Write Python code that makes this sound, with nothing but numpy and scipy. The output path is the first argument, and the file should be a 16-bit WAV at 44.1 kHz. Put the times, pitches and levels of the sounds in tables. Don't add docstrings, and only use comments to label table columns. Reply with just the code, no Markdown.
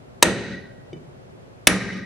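import sys
import numpy as np
from scipy import signal
from scipy.fft import rfft, irfft
from scipy.io import wavfile
from scipy.ndimage import uniform_filter1d, minimum_filter1d

SR = 44100
rng = np.random.default_rng(int(sys.argv[2]) if len(sys.argv) > 2 else 0)


def materialize(psi):
    bounded = np.clip(np.atleast_2d(psi).T, -1, 1)
    quanta = np.round(bounded * 32767).astype(np.int16)
    wavfile.write(sys.argv[1], SR, quanta)


N = 90404


def amp(db):
    return 10 ** (np.asarray(db) / 20)


def evened(x):
    return x / np.sqrt(np.mean(x ** 2) + 1e-20)


def read(points, hz):
    f, value = np.transpose(points)
    return np.interp(np.log(hz + 1), np.log(f + 1), value)


def add(mix, s, sound):
    part = mix[round(s * SR):][:len(sound)]
    part += sound[:len(part)]


def ring(modes, t):
    return sum(amp(db - 60 * t / t60) * np.sin(2 * np.pi * hz * t) for hz, db, t60 in modes)


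def causal(gain):
    log_gain = np.log(np.concatenate([gain, gain[-2:0:-1]]))
    return np.fft.ifft(np.exp(np.conj(signal.hilbert(log_gain)))).real


def pair(size, frames, same_table):
    hz = np.fft.rfftfreq(size, 1 / SR)
    a, b, c, d = rng.standard_normal((frames, len(hz), 4)).T
    same = np.clip(read(same_table, hz), -1, 1)[:, None]
    left = a + 1j * b
    right = same * left + np.sqrt(1 - same ** 2) * (c + 1j * d)
    return hz, np.array([left, right])


# frequency_hz [Hz], density_db [dB per Hz]
AIR = [(15, -56), (25, -10.5), (43, -8.5), (121, -7.5), (213, -9), (286, -6), (326, -20.5), (363, -4.5),
       (394, -11.5), (558, -6.5), (856, -16), (11500, -44), (15000, -63.5)]
# frequency_hz [Hz], left_right_likeness [-1 to 1]
AIR_SAME = [(60, 0.63), (240, 0.05), (950, -0.5), (3770, -0.4), (15000, -0.31)]
# pitch_hz [Hz], half_width_hz [Hz], level_db [dB]
HUM = [(55.7, 5.8, -64.5), (115, 18, -57), (154, 30, -60), (378, 19, -62)]
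AIR_DB, PATCH_DB = -45.5, 1.0


def air():
    def played(z):
        return evened(signal.istft(z, nperseg=4096, noverlap=3072)[1][:, :N])

    hz, z = pair(size=4096, frames=N // 1024 + 5, same_table=AIR_SAME)
    noise = rng.standard_normal(z.shape[:0:-1]).T
    patches = evened(uniform_filter1d(noise, size=30, axis=0))
    wash = amp(AIR_DB) * played(z * amp(read(AIR, hz)[:, None] + PATCH_DB * patches))
    for pitch, width, db in HUM:
        resonance = 1 / (1 + ((hz - pitch) / width) ** 2)[:, None]
        wash += amp(db) * played(z * resonance)
    return wash


LEAD_S = .005
CRACK_T60 = .014


def contact(rise, hold):
    u = np.arange(2048) / SR - LEAD_S
    growth = np.exp(np.minimum(u, 0) / rise)
    decay = amp(-60 * np.maximum(u - hold, 0) / CRACK_T60)
    return growth * decay * rng.standard_normal((2, 2048))


# frequency_hz [Hz], density_db [dB per Hz]
CRACK = [(59, -40), (100, -17), (522, -5.5), (1170, -9.5), (3440, -8.5), (3820, -1), (4530, -11.5),
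         (10100, -14), (15800, -33.5)]


def rattle(bright_db):
    hz = np.fft.rfftfreq(2048, 1 / SR)
    return evened(causal(amp(read(CRACK, hz) + bright_db * np.log2(1 + hz / 2000))))


STEEL_HZ = [360, 510, 630, 980, 1390, 1570, 1880, 2360, 2640, 3000, 3780, 4740, 5760, 6270, 8100, 8750,
            9810]
# t60_s [s], first_blow_db [dB], second_blow_db [dB]
STEEL = [(.02, -14, -6.5), (.015, -12.5, -14), (0.0061, -8, -28), (0.026, -6.5, -27.5),
         (0.023, -10.5, -11.5), (.02, -12.5, -36), (0.045, -7, -8), (0.0068, -15, -1),
         (0.045, -13.5, -13.5), (0.026, -5.5, -7), (0.0077, -7, -40), (0.008, -5, -42), (0.002, -23, 7.5),
         (0.011, -1.5, -25), (.01, 0.5, -13.5), (.01, -10.5, -29), (0.029, -24, -1.5)]


def steel(index):
    t = np.arange(2048) / SR
    return evened(ring([(f, m[1 + index], m[0]) for f, m in zip(STEEL_HZ, STEEL)], t))


BENCH_HZ = [81, 117, 188, 227, 255, 301, 347, 400, 460, 505, 560, 625, 1227, 1490, 1586, 1836, 1886, 1913,
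            1951, 1990, 1680, 2035, 2242, 2363, 2487, 2929, 3408, 3736, 3881, 4037, 4304, 4650, 5690, 6008,
            8015, 9733]
# t60_s [s], first_blow_db [dB], second_blow_db [dB]
BENCH = [(0.64, -12, -11), (0.56, -5.5, -3.5), (0.6, -2, 3), (0.58, -5.5, -8), (0.13, -12.5, -8),
         (0.27, -13.5, -1), (0.44, -0.5, -6.5), (0.64, -9.5, -12), (.3, -8.5, -35.5), (.25, -11, -32.5),
         (0.51, -7, -15), (0.13, -5.5, -22), (0.62, -38, -14), (0.9, -26, -44.5), (0.83, -25.5, -14.5),
         (.7, -25.5, -19), (.7, -21, -17), (0.9, -18.5, -18), (.65, -21.5, -19.5), (.55, -26.5, -27.5),
         (.6, -34, -32), (.6, -31, -13), (.6, -27, -15), (0.48, -28.5, -16), (.6, -32.5, -25),
         (.6, -32, -27), (.6, -32.5, -34), (0.69, -30, -39.5), (0.51, -34.5, -36), (.6, -21.5, -39),
         (0.54, -30, -35), (.55, -35.5, -27), (.6, -41.5, -25), (0.55, -36, -40), (.45, -44, -28.5),
         (0.63, -44.5, -34.5)]
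BENCH_RISE_CYCLES = 9.4
BENCH_WAVER, BENCH_SPREAD = 0.47, 0.27
BENCH_SHIMMER = .7


def bench(index):
    t = np.arange(SR) / SR
    shared, unlike = signal.resample(rng.standard_normal((2, len(BENCH), 50)), SR, axis=2)
    flutter = signal.resample(rng.standard_normal((len(BENCH), 200)), SR, axis=1)
    modes = np.array([ring([(f, m[1 + index], m[0])], t) * (1 - np.exp(-t * f / BENCH_RISE_CYCLES))
                      for f, m in zip(BENCH_HZ, BENCH)])
    modes *= 1 + BENCH_SHIMMER * flutter * (np.array(BENCH_HZ) > 1000)[:, None]
    return [(modes * (1 + BENCH_WAVER * shared + sign * BENCH_SPREAD * unlike)).sum(0) for sign in (1, -1)]


# pitch_hz [Hz], t60_s [s], first_blow_db [dB], second_blow_db [dB]
THUMP = [(380, .03, -10, -24), (520, .015, -9, -24), (644, .015, -6, -6), (800, 0.027, -12, -12.5)]
THUMP_DELAY_S = 0.00082


def thump(index):
    return ring([(m[0], m[2 + index], m[1]) for m in THUMP], np.arange(4096) / SR)


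# [dB per octave, well above 2 kHz]
BLOWS = [(.2272, 10, 0.00072, 0.0043, -13.5, -2), (1.6718, 10, 0.00044, 0.0049, -14, -1)]
RATTLE_DB, STEEL_DB, ECHO_STEEL_DB = -13, -14.5, -18
CRACK_SIDE_DB = -16


def blow(index, db, rise, hold, bench_db, bright_db):
    mid, side = contact(rise, hold)
    rattle_body = amp(RATTLE_DB) * rattle(bright_db)
    steel_body = steel(index)
    body = rattle_body + amp(STEEL_DB) * steel_body
    ringing, knocking = bench(index), thump(index)
    out = np.zeros((3, SR))
    for k, sign in enumerate((1, -1)):
        push = mid + sign * amp(CRACK_SIDE_DB) * side
        add(out[k], 0, signal.fftconvolve(push, body) / np.linalg.norm(mid))
        add(out[k], LEAD_S, amp(bench_db) * ringing[k])
        add(out[k], LEAD_S + THUMP_DELAY_S, knocking)
    add(out[2], LEAD_S, rattle_body + amp(ECHO_STEEL_DB) * steel_body)
    return amp(db) * out


# frequency_hz [Hz], t60_s [s]
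ROOM_T60 = [(80, .5), (200, 0.65), (500, 0.49), (1000, 0.41), (2000, 0.53), (3000, 0.51), (4500, 0.58),
            (7000, 0.42), (10000, 0.29), (14000, .2)]
# frequency_hz [Hz], level_db [dB]
ROOM_COLOUR = [(80, 14.5), (200, 11.5), (500, 6), (1000, 1), (2000, 5), (4000, -7), (7000, -2.5),
               (10000, -2), (14000, -10.5)]
# frequency_hz [Hz], left_right_likeness [-1 to 1]
ROOM_SAME = [(60, 0.55), (500, 1), (1000, 1), (2000, 0.45), (4000, 0.45), (10000, 0.098)]
ROOM_DB, ROOM_DELAY_S = -6.5, .004


def room(x):
    hz, z = pair(size=512, frames=SR * 3 // 2 // 128, same_table=ROOM_SAME)
    t = np.arange(z.shape[2]) * 128 / SR
    level_db = read(ROOM_COLOUR, hz)[:, None] - 60 * t / read(ROOM_T60, hz)[:, None]
    tail = signal.istft(z * amp(level_db), nperseg=512, noverlap=384)[1]
    tail = np.pad(tail, ((0, 0), (round(ROOM_DELAY_S * SR), 0)))
    return amp(ROOM_DB) * signal.fftconvolve(x[None], tail / np.linalg.norm(tail[0]), axes=1)[:, :N]


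# start_s [s], thud_db [dB], tick_db [dB]
KNOCKS = [(0.930, -25.5, -40), (0.968, -36, -55), (1.336, -58, -80), (1.925, -67, -34)]
# pitch_hz [Hz], level_db [dB], t60_s [s]
KNOCK_MODES = [(162.6, -2, 0.07), (243, -6, 0.073), (350, 1.5, 0.063), (401, -10, 0.098), (586, -21, .06)]
# pitch_hz [Hz], level_db [dB], t60_s [s]
TICK_MODES = [(2290, 2, 0.03), (2998, -1, 0.075), (3610, -5, 0.045), (4860, -7, 0.035), (5750, -8, 0.015),
              (6150, -8, 0.025), (8050, -11, .012)]
KNOCK_RISE_S = 0.0011
ECHO_KNOCK_DB = -6.5


def knock(thud_db, tick_db):
    t = np.arange(SR // 2) / SR
    rise = 1 - np.exp(-t / KNOCK_RISE_S)
    thud = amp(thud_db) * ring(KNOCK_MODES, t)
    tick = amp(tick_db) * ring(TICK_MODES, t)
    return rise * (thud + tick)


def scene():
    hits = np.zeros((3, N))
    for k, (s, *row) in enumerate(BLOWS):
        add(hits.T, s - LEAD_S, blow(k, *row).T)
    for s, thud_db, tick_db in KNOCKS:
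        add(hits.T, s, knock(thud_db, tick_db)[:, None] * [1, 1, amp(ECHO_KNOCK_DB)])
    return hits[:2] + room(hits[2]) + air()


GAIN_START_DB, GAIN_SHARE, GAIN_DEEPEST_DB = -10, 1.0, 14
GAIN_FALL_S, GAIN_HOLD_S, GAIN_RECOVER_DB_PER_S = 0.0019, .11, 75


def gain_control(x):
    r = np.exp(-1 / (GAIN_FALL_S * SR))
    power_db = 10 * np.log10(signal.lfilter([1 - r], [1, -r], (x ** 2).mean(0)) + 1e-12)
    hold = round(GAIN_HOLD_S * SR) // 2 * 2 + 1
    held_db = -minimum_filter1d(-power_db, size=hold, origin=hold // 2)
    wanted_db = np.clip(GAIN_SHARE * (held_db - GAIN_START_DB), 0, GAIN_DEEPEST_DB)
    recovery = np.arange(N) * GAIN_RECOVER_DB_PER_S / SR
    cut_db = np.maximum.accumulate(wanted_db + recovery) - recovery
    return x / amp(signal.lfilter([1 - r], [1, -r], cut_db))


# frequency_hz [Hz], left_minus_right_db [dB]
BALANCE_DB = [(40, 3.5), (240, -0.14), (950, -0.05), (3770, 0), (12000, 0.5)]
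LOW_CUT_HZ, EDGE_HZ = 68, 15950


def record(dry):
    tilt = amp(read(BALANCE_DB, np.fft.rfftfreq(N, 1 / SR)) / 2)
    ducked = gain_control(irfft(rfft(dry) * [tilt, 1 / tilt], N))
    clipped = 0.88 * np.tanh(ducked ** 3 + ducked)
    low_cut = signal.lfilter(*signal.butter(2, LOW_CUT_HZ, "high", fs=SR), clipped)
    low_pass = signal.firwin(511, EDGE_HZ, window=("kaiser", 9), fs=SR)
    padded = np.pad(low_cut, ((0, 0), (255, 255)), "reflect")
    return signal.oaconvolve(padded, low_pass[None], "valid")


dry = scene()
out = record(dry)
materialize(out)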